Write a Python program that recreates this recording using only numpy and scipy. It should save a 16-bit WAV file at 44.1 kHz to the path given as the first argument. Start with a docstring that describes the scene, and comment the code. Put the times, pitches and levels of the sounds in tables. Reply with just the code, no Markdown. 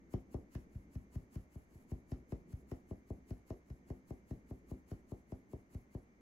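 """Sifting flour by hand

Flour is sifted into a mixing bowl in a quiet kitchen, heard from close by. About five times a second
the sieve is swung against a hand: friction of flour on mesh gives a rising swish of noise, impact gives
a rim tick and a soft thud that dispersion makes fall in pitch, and the flour slides back as a second
swish. Reflections surround these sounds; behind them lie a low rumble, faint hiss and an appliance's whine."""
import sys
import numpy as np
from scipy import signal
from scipy.fft import rfft, irfft, next_fast_len
from scipy.io import wavfile

SR = 44100
rng = np.random.default_rng(int(sys.argv[2]) if len(sys.argv) > 2 else 0)


def wav_out(sig):
    """Save sig, one row per channel (or a flat mono array), as 16-bit PCM at SR to the path in sys.argv[1]."""
    wavfile.write(sys.argv[1], SR, np.round(np.clip(np.atleast_2d(sig).T, -1, 1) * 32767).astype(np.int16))


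N = 273855
TIME = np.arange(N) / SR
HZ = np.maximum(np.fft.rfftfreq(next_fast_len(N + SR // 2), 1 / SR), 1)
SIZE = 2 * (len(HZ) - 1)

# Taps of the sieve on the hand. Each row: time in seconds, then relative levels in dB of the thud,
# its hardness (knock against thud), the rim tick and the flour swish.
TAPS = [(0.1384, -39.5, -8.0, -63.5, -77), (0.344, -42.5, -6, -71, -78.5),
        (0.5525, -43.5, -15.5, -62.5, -76.5), (0.7521, -44.5, -34.5, -76, -87.5),
        (0.9553, -42.5, -23.5, -72, -79.5), (1.157, -40.5, -23.5, -70.5, -77),
        (1.358, -42.5, -21.5, -69, -77.0), (1.5568, -49, -18, -92, -81), (1.7521, -55.5, -29, -97, -84.5),
        (1.9175, -41.0, -17, -72, -79), (2.1186, -41, -14, -64.5, -79), (2.3223, -42, -8, -66.5, -79.5),
        (2.5304, -43.5, -31, -75.5, -80), (2.717, -45.5, -5, -65, -78), (2.9105, -46, -7.5, -74.5, -84),
        (3.1042, -44.5, -8.5, -81, -83), (3.308, -43, -14.0, -67, -78.5), (3.5047, -46, -4, -67.5, -79.5),
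        (3.7029, -46.5, -19.5, -72.5, -87.5), (3.9032, -44.5, -8.5, -71, -80.5),
        (4.1067, -46.5, -8, -72, -80.5), (4.3097, -44.0, -12, -69.5, -80.5), (4.51, -47, -9, -77, -82.5),
        (4.7146, -45.5, -9.5, -78, -77.5), (4.9153, -45, -10.5, -67.0, -77.5),
        (5.1193, -47, -6, -78.5, -79.5), (5.3214, -47.5, -7.0, -71.5, -82.5),
        (5.5335, -48.5, -5.5, -76, -82), (5.7488, -44.5, -20, -74.5, -79), (5.9494, -45, -9.0, -76, -82)]


def thuds():
    """Superposition: the thuds of all taps add linearly, tails overlapping."""
    out = np.zeros((2, N + SR))
    for s, thud_db, hardness_db, _, _ in TAPS:
        wave = thud(thud_db, hardness_db)
        start = round(s * SR)
        out[:, start:start + wave.shape[1]] += wave
    return out[:, :N]


# Colour of a fully hard thud. Each row: frequency in Hz, relative level in dB.
THUD_COLOUR = [(20, -37.5), (30, -24), (40, -11), (50, 2.5), (65, 2.5), (120, 1), (190, -7), (385, -3.5),
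               (520, -16.5), (700, -19), (1000, -30.5), (1200, -27.5), (1450, -71)]
# Left-right balance of the thud. Each row: frequency in Hz, left above right in dB.
THUD_PAN = [(80, 0.8), (160, 1.0), (280, 4), (500, 9), (1000, 6)]
# Hollow modes of bowl and worktop. Each row: frequency in Hz, width in Hz, typical strength in dB.
HOLLOW_MODES = [(141, 17, -11.5), (193.5, 8, 2.5), (256.5, 9.6, 7), (358.2, 15.8, 0.5), (589, 19, 1),
                (642, 45, 7.5), (774, 17, 5.5), (824, 13, -2), (940, 22, 0.5), (1024, 54, 2.5)]
# A fleshy contact gives only bass, a bony one adds the knock.
# Each row: frequency in Hz, share of the hardness that applies.
HARDNESS_SHARE = [(90, 0), (190, 0.18), (370, 0.89), (720, 0.96)]
# First reflections off bowl and wall. Each row: delay in seconds, left level in dB, right level in dB.
ECHOES = [(.0076, -34, -8), (0.0217, -15, -17.5)]
THUD_GAIN_DB = 54.5
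DELAY_CYCLES, DELAY_REFERENCE_HZ = 1.3065, 15.53


def thud(thud_db, hardness_db, size=16384, mode_spread_db=3.5, echo_low_cut_hz=200):
    """Dispersion and resonance: each pitch arrives equally many of its own cycles late, so the thud falls."""
    hz = np.maximum(np.fft.rfftfreq(size, 1 / SR), 1)
    dispersion = np.exp(-2j * np.pi * DELAY_CYCLES * np.log(hz / DELAY_REFERENCE_HZ))
    knock_db = hardness_db * at_hz(HARDNESS_SHARE, hz)
    contact = from_db(THUD_GAIN_DB + thud_db + knock_db + at_hz(THUD_COLOUR, hz))
    pan = from_db(at_hz(THUD_PAN, hz) * [[.5], [-.5]])
    # the hand never lands on quite the same spot, so each mode reaches each port with a new strength
    modes = 0
    for mode_hz, width_hz, mode_db in HOLLOW_MODES:
        strength = from_db(mode_db + mode_spread_db * rng.standard_normal((2, 1)))
        detuning = mode_hz / width_hz * (hz / mode_hz - mode_hz / hz)
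        modes = modes + strength / (1 + 1j * detuning)
    # the first reflections return all but the bass
    high_pass = signal.butter(4, echo_low_cut_hz, "high", analog=True)
    low_cut = signal.freqs(*high_pass, hz)[1]
    echoes = 0
    for delay_s, left_db, right_db in ECHOES:
        echoes = echoes + from_db([[left_db], [right_db]]) * np.exp(-2j * np.pi * hz * delay_s)
    # the sieve moves between taps, so the later reflections are new each time
    paths = pan * (1 + modes) + low_cut * echoes + kitchen(hz)
    return irfft(dispersion * contact * paths)[:, :size // 2]


# Spectrum of the forward swish. Each row: frequency in Hz, relative density in dB per Hz.
SWISH = [(500, -11), (1000, 7.5), (1500, -2), (2400, -2), (2950, -3.5), (3500, -10.5), (4500, -2.5),
         (5300, -7.5), (7200, 1), (9500, -4.5), (11400, -0.5), (13500, -6), (15800, -9)]
# Spectrum of the slide back. Each row: frequency in Hz, relative density in dB per Hz.
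BACK_SLIDE = [(1000, 10), (3000, -7), (5500, -4), (7500, 2.5), (9500, -3), (11300, 5.5), (12200, -2),
              (13000, 3), (14000, -3), (15800, -6.5)]
# an ordinary swing, and the time before the stop at which its swish sets in
USUAL_THUD_DB, USUAL_HARDNESS_DB, USUAL_SWISH_DB = -44, -10, -80
SWISH_RISE_S = 0.033
# weaker and softer taps come from slower swings: dB of slowness per dB
SLOW_PER_THUD, SLOW_PER_HARDNESS = .19, 0.09
# slide back: usual level, dB gained per dB of swish and of slowness, end after the tap, fade time
BACK_DB, BACK_PER_SWISH, BACK_PER_SLOWNESS = -81.5, 0.57, 1.8
BACK_HOLD_S, BACK_FADE_S = 0.092, .02
# the flour crunches as it piles up just before the stop: dB above the swish, lead, half-width
CRUNCH_DB, CRUNCH_LEAD_S, CRUNCH_S = 4.5, .0012, 0.0019


def flour(stop_s=0.0025, swish_db=8.0, fastest_before_s=0.0042, grain_db=1.0, clump_db=0.94):
    """Friction noise: flour speeds up until the stop, then slides back; slow swings lengthen the swish."""
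    forward, back = np.zeros(N), np.zeros(N)
    for s, thud_db, hardness_db, _, slide_db in TAPS:
        slowness_db = SLOW_PER_THUD * (USUAL_THUD_DB - thud_db)
        slowness_db += SLOW_PER_HARDNESS * (USUAL_HARDNESS_DB - hardness_db)
        rise_s = SWISH_RISE_S * from_db(slowness_db)
        stopped = step(s, stop_s)
        speed = bell(s - fastest_before_s, rise_s - fastest_before_s)
        crunch = 1 + (from_db(CRUNCH_DB) - 1) * bell(s - CRUNCH_LEAD_S, CRUNCH_S)
        forward += from_db(slide_db + swish_db) * speed * crunch * (1 - stopped)
        # a slow swing leaves more flour to slide back
        back_db = BACK_DB + BACK_PER_SWISH * (slide_db - USUAL_SWISH_DB) + BACK_PER_SLOWNESS * slowness_db
        back += from_db(back_db) * stopped * (1 - step(s + BACK_HOLD_S, BACK_FADE_S))
    # fine grains and small lumps make the hiss uneven
    uneven = from_db(grain_db * drift(700) + clump_db * drift(40))
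    return uneven * (forward * mesh_noise(SWISH) + back * mesh_noise(BACK_SLIDE))


# Stray clicks of the sieve. Each row: time in seconds, level in dB.
CLICKS = [(.400, -89), (6.046, -83)]
# Spectrum of the rim's contact noise. Each row: frequency in Hz, relative density in dB per Hz.
TICK = [(600, -19), (1300, 10), (1900, 9.5), (2400, 3), (2950, 0), (3600, -7), (5400, 0), (7000, -9.5),
        (9000, -10.5), (12000, -9.5), (15800, -16)]
# Spectrum of the rim's after-ring. Each row: frequency in Hz, relative density in dB per Hz.
RIM_RING = [(600, -16), (1200, -4.5), (1900, -3), (2900, -2), (3600, -16), (5400, 3.5), (7000, -1),
            (9000, -18), (15800, -27)]


def ticks(tick_db=4.5, contact_s=0.0027, rebound_s=0.0058, rebound_db=-10, ring_db=-13,
          ring_t60_s=0.24, click_s=0.001, rough_db=2.0):
    """Impact and damping: the metal rim ticks, rebounds once and buzzes briefly, damped by the flour."""
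    force, ring = np.zeros(N), np.zeros(N)
    for s, click_db in CLICKS:
        force += from_db(click_db) * bell(s, click_s)
    for s, _, _, rim_db, _ in TAPS:
        rebound = from_db(rebound_db) * bell(s + rebound_s, contact_s)
        force += from_db(rim_db + tick_db) * (bell(s, contact_s) + rebound)
        decay_db = -60 * np.clip((TIME - s) / ring_t60_s, 0, 2)
        ring += (TIME > s) * from_db(rim_db + ring_db + decay_db)
    rough_force = force * from_db(rough_db * drift(760))
    return rough_force * mesh_noise(TICK) + ring * mesh_noise(RIM_RING)


# Direct sound from the mesh. Each row: frequency in Hz, share of the power that arrives straight.
DIRECT_SHARE = [(1000, .05), (5500, .2), (7000, .6), (9000, .985), (16000, .995)]
PORT_LAG_S = .000225


def mesh_noise(colour):
    """Direct and diffuse fields: the straight part reaches the left port late and in opposite phase."""
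    share = np.clip(at_hz(DIRECT_SHARE), 0, 1)
    left_port = -np.exp(-2j * np.pi * HZ * PORT_LAG_S)
    ports = np.array([left_port, np.ones(len(HZ))])
    direct = np.sqrt(share) * ports * white(1)
    return coloured(direct + np.sqrt(1 - share) * diffuse(), colour)


# Kitchen reverberation. Each row: frequency in Hz, level against the direct sound in dB.
KITCHEN = [(40, -19), (110, -10), (200, -10), (350, -3), (700, 5), (1500, -5), (4000, -3.5), (9000, -19.5),
           (16000, -24)]
KITCHEN_T60_S = 0.24


def kitchen(hz=HZ, first_echo_s=.005):
    """Reverberation: response of dense reflections from worktop and walls, decaying exponentially."""
    scatter = rms_one(irfft(diffuse(hz)))
    t = np.arange(scatter.shape[1]) / SR
    decay = (t > first_echo_s) * from_db(-60 * np.minimum(t / KITCHEN_T60_S, 2))
    unit_decay = decay / np.sqrt(np.sum(decay ** 2))
    return rfft(scatter * unit_decay) * from_db(at_hz(KITCHEN, hz))


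# Spectrum of the room noise. Each row: frequency in Hz, relative density in dB per Hz.
BACKGROUND = [(20, -7.5), (45, -11.5), (62, 7.5), (85, -9), (140, -6), (200, 0), (300, -2.5), (400, -8.5),
              (500, -13.5), (700, -18), (1000, -21.5), (1500, -26.5), (2350, -22), (2550, -49.5)]
# Spectrum of the faint hiss. Each row: frequency in Hz, relative density in dB per Hz.
AIR = [(1500, -24), (2600, 4), (3500, -2.5), (5800, -1.5), (6100, 5.5), (6450, 6.5), (6700, -1),
       (9000, -12.5), (13000, -8.5), (15800, -20)]
# Whine of the appliance. Each row: frequency in Hz, typical level in dB.
WHINE = [(1809, -93.5), (1922, -96), (2094, -90), (2181, -99), (2314, -94), (2404, -100), (6207, -103)]
# Course of the low room rumble. Each row: time in seconds, relative level in dB.
RUMBLE = [(0.05, -64), (0.27, -64.5), (1.29, -65.5), (1.58, -69), (2.28, -63.5), (3.63, -68), (4.79, -67),
          (6.15, -69)]
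BACKGROUND_DB, AIR_DB = -63.5, -87.5
# share of the rumble's course that applies, random waver on top of it, upper edge of the rumble
RUMBLE_SWING, RUMBLE_WAVER_DB, RUMBLE_TOP_HZ = 0.77, 1.5, 610


def background(waver_rad=1.1, waver_db=3.0):
    """Modulation: rumble wavers in level, whine tones in level and phase, over a steady faint hiss."""
    room_spectra = diffuse() / (1 + (HZ / 3000) ** 8)
    room = from_db(BACKGROUND_DB) * coloured(room_spectra, BACKGROUND)
    rumble = irfft(rfft(room, SIZE) / (1 + (HZ / RUMBLE_TOP_HZ) ** 4))[:, :N]
    rumble_db = np.interp(TIME, *np.transpose(RUMBLE))
    swing_db = RUMBLE_SWING * (rumble_db - rumble_db.mean())
    swell = from_db(swing_db + RUMBLE_WAVER_DB * drift(8))
    hiss = from_db(AIR_DB) * coloured(diffuse(), AIR)
    out = room + (swell - 1) * rumble + hiss
    for hz, db in WHINE:
        phase = 2 * np.pi * hz * TIME + waver_rad * drift(2.5) + rng.uniform(0, 2 * np.pi)
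        level = from_db(db + waver_db * drift(11.0))
        # the whine reaches the two ports out of step
        out += level * np.sqrt(2) * np.sin(phase + [[0], [2]])
    return out


# Coherence of the diffuse field. Each row: frequency in Hz, left-right likeness from -1 to 1.
LIKENESS = [(60, 0.92), (200, 0.96), (380, 0.83), (600, 0.48), (900, -0.23), (1500, -0.24), (2300, -0.54),
            (2700, 0.35), (16000, -0.2)]


def diffuse(hz=HZ):
    """Diffuse-field coherence: noise from all around is closely alike in both channels in the bass only."""
    mid, side = white(2, hz)
    alike = np.clip(at_hz(LIKENESS, hz), -1, 1)
    return np.sqrt((1 + alike) / 2) * mid + np.sqrt((1 - alike) / 2) * side * [[1], [-1]]


def white(count, hz=HZ):
    """White noise: spectra of unrelated signals with equal mean power at every frequency."""
    return rfft(rng.standard_normal((count, 2 * (len(hz) - 1))))


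def coloured(spectra, colour):
    """Linear filtering: shape noise spectra by a colour and return sound of unit rms."""
    return rms_one(irfft(spectra * from_db(at_hz(colour)))[..., :N])


def drift(rate_hz):
    """Random modulation: low-passed noise of unit rms."""
    return rms_one(irfft(white(1)[0] / (1 + (HZ / rate_hz) ** 2))[:N])


def bell(centre_s, width_s):
    """Gaussian pulse: a smooth swell of height 1."""
    out = np.zeros(N)
    near = np.abs(TIME - centre_s) < 10 * width_s
    out[near] = np.exp(-((TIME[near] - centre_s) / width_s) ** 2)
    return out


def step(centre_s, width_s):
    """Smooth transition: a hyperbolic-tangent rise from 0 to 1."""
    return .5 + .5 * np.tanh((TIME - centre_s) / width_s)


def at_hz(points, hz=HZ):
    """Logarithmic pitch: interpolate a table on a log-frequency axis."""
    f, value = np.transpose(points)
    return np.interp(np.log(hz), np.log(f), value)


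def from_db(db):
    """Decibel law: 20 dB is a tenfold amplitude."""
    return 10 ** (np.asarray(db) / 20)


def rms_one(x):
    """Mean power: scale to unit rms."""
    return x / np.sqrt(np.mean(x ** 2) + 1e-20)


def scene():
    """Superposition: thuds, flour and rim with their reflections, over the background."""
    mesh = flour() + ticks()
    mesh_in_room = irfft(rfft(mesh, SIZE) * (1 + kitchen()))[:, :N]
    return thuds() + mesh_in_room + background()


CUTOFF_HZ = 15800


def record(dry):
    """Band limiting: a steep zero-phase low-pass cuts off the top."""
    return irfft(rfft(dry, SIZE) / np.sqrt(1 + (HZ / CUTOFF_HZ) ** 400))[:, :N]


dry = scene()
out = record(dry)
wav_out(out)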